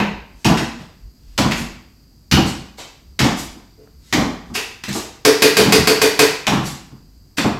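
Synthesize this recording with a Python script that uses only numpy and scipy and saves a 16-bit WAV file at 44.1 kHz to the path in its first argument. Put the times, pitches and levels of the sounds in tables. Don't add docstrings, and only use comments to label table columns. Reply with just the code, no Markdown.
import sys
import numpy as np
from scipy import signal
from scipy.fft import rfft, irfft, next_fast_len
from scipy.io import wavfile
from scipy.ndimage import uniform_filter1d

SR = 44100
rng = np.random.default_rng(int(sys.argv[2]) if len(sys.argv) > 2 else 0)


def attenuation_scalar(level_db):
    decades = np.asarray(level_db, float) / 20
    return 10 ** decades


def to_wav(sig):
    pcm = np.clip(np.atleast_2d(sig), -1, 1) * 32767
    pcm = np.round(pcm).astype(np.int16)
    wavfile.write(sys.argv[1], SR, pcm.T)


N = 334719

# t/s, level of the loudest 10 ms/dB, f that this spot favours/Hz, knock of the pad relative to the boom/dB
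PAW_LANDINGS = [(0.0, -14, 186, -3.5), (0.451, -7, 206, -7.5), (0.495, -7, 173, -6), (0.6, -22.5, 330, -28),
                (0.792, -31, 135.5, -9.5), (1.384, -10.5, 137, -4), (1.444, -9, 199, -10.5),
                (1.599, -21.5, 202, -11.5), (2.321, -5, 133, -23), (2.371, -6, 266, -8.5),
                (2.783, -40, 299, 5.5), (3.204, -7.5, 133, -12.5), (3.244, -7, 262, -8),
                (3.552, -34, 277, -11.5), (4.132, -11, 274, -9.5), (4.168, -10, 164, -7),
                (4.203, -12, 248, -9.5), (4.499, -27, 171.7, -14.5), (4.88, -18, 148, -14),
                (4.91, -33.5, 164, -5), (4.95, -22, 400, -1.5), (5.589, -10.5, 318, -7),
                (5.66, -8.5, 230, -7), (5.779, -12, 138, -11.5), (6.474, -16.5, 122, 1.5),
                (6.518, -11, 242, -4.5), (6.571, -15.5, 133, -14), (6.728, -46, 251, -16),
                (6.914, -32, 202, -18.5), (7.381, -15.5, 276, -7.5), (7.443, -10, 227, -6),
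                (7.528, -27, 253, -13)]


def read(points, hz):
    f, value = np.transpose(points)
    return np.interp(np.log(hz + 1), np.log(f + 1), value)


def colour(x, gain_at):
    size = next_fast_len(len(x))
    gain = gain_at(np.fft.rfftfreq(size, 1 / SR))
    return irfft(rfft(x, size) * gain, size)[:len(x)]


def hump(hz, centre_hz, width_hz):
    return 1 / np.sqrt(1 + (2 * (hz - centre_hz) / width_hz) ** 2)


def add(mix, s, sound, db):
    loudest = np.sqrt(uniform_filter1d(sound ** 2, SR // 100).max())
    start = round(s * SR)
    sound = sound[max(-start, 0):]
    part = mix[max(start, 0):][:len(sound)]
    part += attenuation_scalar(db) / loudest * sound[:len(part)]


def kitchen():
    # f/Hz, time to fall by 60 dB/s
    echo_times = [(100, 0.54), (300, 0.58), (800, 0.56), (2000, 0.6), (4500, 0.56), (9000, 0.42),
                  (14000, 0.4)]
    t = np.arange(SR * 3 // 4) / SR
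    centres = np.log([f for f, _ in echo_times])
    pool = rng.standard_normal(3 * SR)
    bands = [colour(pool, lambda hz: np.interp(np.log(hz + 1), centres, share))
             for share in np.eye(len(echo_times))]
    thicken = 1 - np.exp(-t / 0.0015)
    fades = [attenuation_scalar(-60 * t / t60) * thicken for _, t60 in echo_times]

    def play(x, direct_db, place=None):
        start = rng.integers(0, 2 * SR) if place is None else place
        echoes = sum(band[start:start + len(t)] * fade for band, fade in zip(bands, fades))
        echoes = echoes / np.linalg.norm(echoes)
        echoes[0] = attenuation_scalar(direct_db)
        return signal.fftconvolve(x, echoes)
    return play


def crack(body, ring_hz, top_db, clatter_ms, strength, tilt_db=0):
    # f/Hz, gain/dB
    top_shape = [(7500, -10.5), (8500, 5), (16000, 8)]
    t = np.arange(2048) / SR
    fade = np.exp(-t * 1000 / clatter_ms)
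    uneven = attenuation_scalar(2.96 * rng.standard_normal(2048))
    spectrum = rfft(rng.standard_normal(2048) * uneven * fade)
    ticks = irfft(spectrum / abs(spectrum))
    ticks *= np.sqrt(fade) * (1 - np.exp(-t / 0.00093))

    def gain(hz):
        tilt = attenuation_scalar(tilt_db * np.log2(1 + hz / 2500))
        dull = tilt / np.sqrt(1 + (hz / 7800) ** 24)
        ringing = 1 + strength * hump(hz, ring_hz, 400) ** 2
        return attenuation_scalar(read(body, hz)) * ringing * dull + attenuation_scalar(top_db + read(top_shape, hz))

    return colour(np.append(np.zeros(64), ticks), gain)


def ring(modes, favoured_hz, width_hz, swell_s, spread_db):
    t = np.arange(SR // 2) / SR
    hz, db, t60 = np.transpose(modes)[:, :, None]
    luck = rng.standard_normal((len(modes), 2))
    detuned_hz = hz * (1 + 0.0047 * spread_db * luck[:, :1])
    tones = hump(hz, favoured_hz, width_hz) * np.sin(2 * np.pi * detuned_hz * t)
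    fades = attenuation_scalar(db + spread_db * luck[:, 1:] - 60 * t / t60)
    return (fades * tones).sum(0) * (1 - np.exp(-t / swell_s)) ** 2


def hiss():
    # f/Hz, density/dB per Hz
    air_spectrum = [(53, -17.5), (90, -1.5), (119, -12.5), (145, -6), (169, -12), (266, -13.5), (532, -30),
                    (3660, -41.5), (4500, -27.5), (4860, -21.5), (5200, -32.5), (6030, -35), (8350, -37),
                    (11100, -38.5), (13500, -25), (16000, -29)]
    air = colour(rng.standard_normal(N), lambda hz: attenuation_scalar(read(air_spectrum, hz)))
    return attenuation_scalar(-47) * air / air.std()


def rumble():
    # middle t/s, length/s, rough level at its peak/dB
    sways = [(0.18, 0.2, -33), (0.355, 0.14, -39), (1.063, 0.13, -30.5), (1.32, 0.3, -35.5),
             (1.602, 0.46, -32), (2.2, 0.16, -52), (3.1, 0.17, -38), (3.498, 0.14, -37), (3.98, 0.17, -40),
             (4.5, 0.091, -38), (7.15, 0.35, -44.5)]
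    rest_db, shake_db = -50, -22.5
    rise_s, t60_s = 0.03, 1
    t = np.arange(N) / SR
    power = attenuation_scalar(2 * rest_db) * np.ones(N)
    for s, db, *_ in PAW_LANDINGS:
        since = np.maximum(t - s, 0)
        shake = attenuation_scalar(db + shake_db - 60 * since / t60_s) * (1 - np.exp(-since / rise_s))
        power = power + shake ** 2
    for s, length, db in sways:
        swell = np.cos(np.pi * np.clip((t - s) / length, -.5, .5)) ** 2
        power = power + (attenuation_scalar(db) * swell) ** 2
    low = colour(rng.standard_normal(N), lambda hz: hump(hz, 54, 19) ** 2 * hz / (hz + 20))
    low = low / np.sqrt(uniform_filter1d(low ** 2, SR // 50) + 0.059 * low.var())
    return low * np.sqrt(power)


def paws(room):
    # f/Hz, level before the spot favours some/dB, time to fall by 60 dB/s
    boards = [(77.8, -11, 0.25), (136.2, -1.5, 0.13), (179.1, -1.5, 0.12), (206.7, -2, 0.16),
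              (235.6, -0.5, 0.12), (279.6, 1, 0.097), (329.3, -2.5, 0.13), (370.8, -8, 0.12),
              (440, -10, 0.15)]
    # f/Hz, gain/dB
    pad_colour = [(40, -22), (150, -17), (350, -1.5), (600, -2), (850, 1.5), (1100, -2), (1600, -10.5),
                  (3000, -28), (6000, -46.5)]
    out = np.zeros(N)
    for s, db, spot_hz, knock_db in PAW_LANDINGS:
        boom = ring(boards, spot_hz, 120, swell_s=0.0051, spread_db=2.5)
        add(out, s, room(boom, direct_db=3.5), db)
        pad = crack(pad_colour, 2 * spot_hz, top_db=-94.0, clatter_ms=9.9, strength=0.069)
        add(out, s, room(pad, direct_db=-6), db + knock_db)
    return out


def claws(room):
    # t/s, level of the loudest 10 ms/dB, ring f/Hz, tilt/dB per octave, direct sound over echoes/dB
    clacks = [(0.0004, -15, 2500, -14, -6), (0.4453, -13, 2850, -1, -12), (0.5717, -18, 1840, -2, -9),
              (1.3779, -13, 5000, -0.5, -7.5), (1.3865, -13, 2840, -4, 1.5), (1.511, -18.5, 2307, -4, -7.5),
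              (1.5191, -16, 2730, -9.5, 0), (2.3128, -10.5, 4430, 1.5, -9), (2.3234, -11, 3010, -8.5, -6.5),
              (3.1909, -11.5, 2180, -2.2, -8.5), (3.2014, -13.5, 2800, -14.5, -2.2),
              (3.2425, -20.5, 2600, 5, -6.5), (4.126, -11, 1920, -4, -5.5), (4.1354, -13, 1950, 4, -1.5),
              (4.837, -22, 1900, -2, -3.5), (4.8822, -24, 1620, 1.5, -16), (4.9285, -22, 4330, 12, -4.5),
              (5.5995, -14.5, 2405, -2, -11), (6.4678, -10.5, 2670, -2, -5), (6.479, -13, 3500, -3, 4),
              (6.53, -22, 1297, -12, -9.5), (7.369, -27.5, 7060, 7, -17), (7.3731, -18, 2510, 2, -13),
              (7.3823, -13.5, 3430, -7.5, -3.5), (7.441, -27, 1000, -6, -5)]
    # f/Hz, gain/dB
    claw_colour = [(50, -15), (200, 3), (500, -3), (1000, 1), (2500, 6.5), (5000, 4), (7500, -0.5)]
    out = np.zeros(N)
    for s, db, hz, tilt_db, direct_db in clacks:
        top_db = -10.5 + 1.63 * tilt_db
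        clack = crack(claw_colour, hz, top_db, clatter_ms=4.5, strength=0.57, tilt_db=tilt_db)
        add(out, s - 64 / SR, room(clack, direct_db), db)
    return out


def scuffs(room):
    # start t/s, length/s, level of the loudest 10 ms/dB, centre f/Hz
    strokes = [(0.284, 0.28, -50, 5220), (0.57, 0.094, -36.5, 5000), (0.774, 0.057, -44.5, 2500),
               (1.029, 0.8, -50.5, 3500), (1.546, 0.058, -27.5, 6300), (2.439, 0.056, -25, 4540),
               (2.764, 0.055, -31.5, 2870), (3.726, 0.21, -58, 497), (3.349, 0.065, -24, 6500),
               (3.952, 0.44, -38, 4570), (4.427, 0.121, -53.5, 4900), (4.535, 0.025, -23, 3950),
               (4.892, 0.12, -23, 6040), (7.436, 0.06, -38, 1390), (6.603, 0.12, -24, 6400)]
    out = np.zeros(N)
    for s, length, db, hz in strokes:
        size = round(length * SR)
        roughness = attenuation_scalar(3.6 * rng.exponential(1, size))
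        slips = rng.standard_normal(size) * roughness * np.hanning(size)
        stroke = colour(slips, lambda f: hump(f, hz, 2.0 * hz) * f / (f + 900))
        add(out, s, room(stroke, direct_db=-13), db)
    return out


def spoon(room):
    # t/s, level of the crack/dB, level of the hollow ring/dB, ring f of the spoon/Hz, ring strength (ratio)
    knocks = [(3.775, -67, -39.5, 4970, 1.7), (4.5513, -14.5, -30, 2680, 2.1), (5.25, -4, -2.5, 5310, 1.7),
              (5.4206, -2.5, -4, 4120, 0.65), (5.5676, -4, -6, 4570, 0.3), (5.722, -2.5, -6, 4930, 0.83),
              (5.8721, -4.5, -6, 4570, 0.86), (6.016, -4.5, -7.5, 4570, 0.31),
              (6.1911, -2.5, -4.5, 2230, 0.19)]
    # f/Hz, gain/dB
    spoon_colour = [(50, -24), (200, -0.5), (450, 3), (650, -3), (1000, -1.5), (2500, -4.5), (5000, -5.5),
                    (7500, -8.5)]
    # f/Hz, width/Hz, gain before the common factor/dB
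    rim_modes = [(915, 60, -8.5), (1139, 11, -9.5), (1614, 50, 3), (1920, 120, 2.5), (2380, 28, -1.5),
                 (2473, 200, 6), (4570, 490, -6.5), (4700, 350, -7)]
    # f/Hz, level before the favoured region is applied/dB, time to fall by 60 dB/s
    bowl_modes = [(147.7, -19, 0.19), (265.4, -13, 0.24), (290.4, -10, 0.28), (335.6, -17.5, 0.25),
                  (370.8, -16.5, 0.23), (390.4, -9.5, 0.22), (406.4, -12, 0.28), (434, -0.5, 0.27),
                  (452.7, -7.5, 0.31), (478, -10.5, 0.23), (514, -12, 0.24), (569, -17.5, 0.18),
                  (591.4, -18.5, 0.24), (674, -16.5, 0.25)]

    def rim_gain(f):
        return 1 + 0.61 * sum(attenuation_scalar(d) * hump(f, c, w) ** 2 for c, w, d in rim_modes)

    out = np.zeros(N)
    place = rng.integers(0, 2 * SR)
    for s, db, hollow_db, hz, strength in knocks:
        blow = crack(spoon_colour, hz, top_db=-12, clatter_ms=9.5, strength=strength)
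        blow = np.append(blow, np.zeros(2048))
        rim = colour(np.roll(blow, 1024), rim_gain)[1024:]
        add(out, s - 64 / SR, room(rim, -6.0, place), db)
        hollow = ring(bowl_modes, 433, 900, swell_s=.012, spread_db=0.3)
        add(out, s, room(hollow, 16, place), hollow_db)
    return out


def tick():
    # t/s, level of the loudest 10 ms in the dry mix/dB, f of the upper tone/Hz
    dry_tick = (3.875, -45, 1400)
    s, db, hz = dry_tick
    out, t = np.zeros(N), np.arange(400) / SR
    tones = np.sin(2 * np.pi * hz * t) + 1.3 * np.sin(2 * np.pi * 600 * t)
    add(out, s, np.exp(-t / 0.001) * tones, db)
    return out


def scene():
    room = kitchen()
    mix = hiss() + rumble() + paws(room) + claws(room) + scuffs(room) + spoon(room) + tick()
    return mix[None]


def top_cut(x):
    return signal.sosfilt(signal.butter(12, 16480, fs=SR, output="sos"), x)


def record(dry):
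    # f/Hz, gain/dB
    overall_colour = [(8200, -3), (8600, -9.5), (12700, -8), (13100, -13), (15800, -22), (16300, -49.5)]
    heard = colour(dry[0], lambda hz: attenuation_scalar(read(overall_colour, hz)))[None]
    clipped = heard / (1 + abs(heard) ** 6) ** (1 / 6)
    return top_cut(clipped)


dry = scene()
out = record(dry)
to_wav(out)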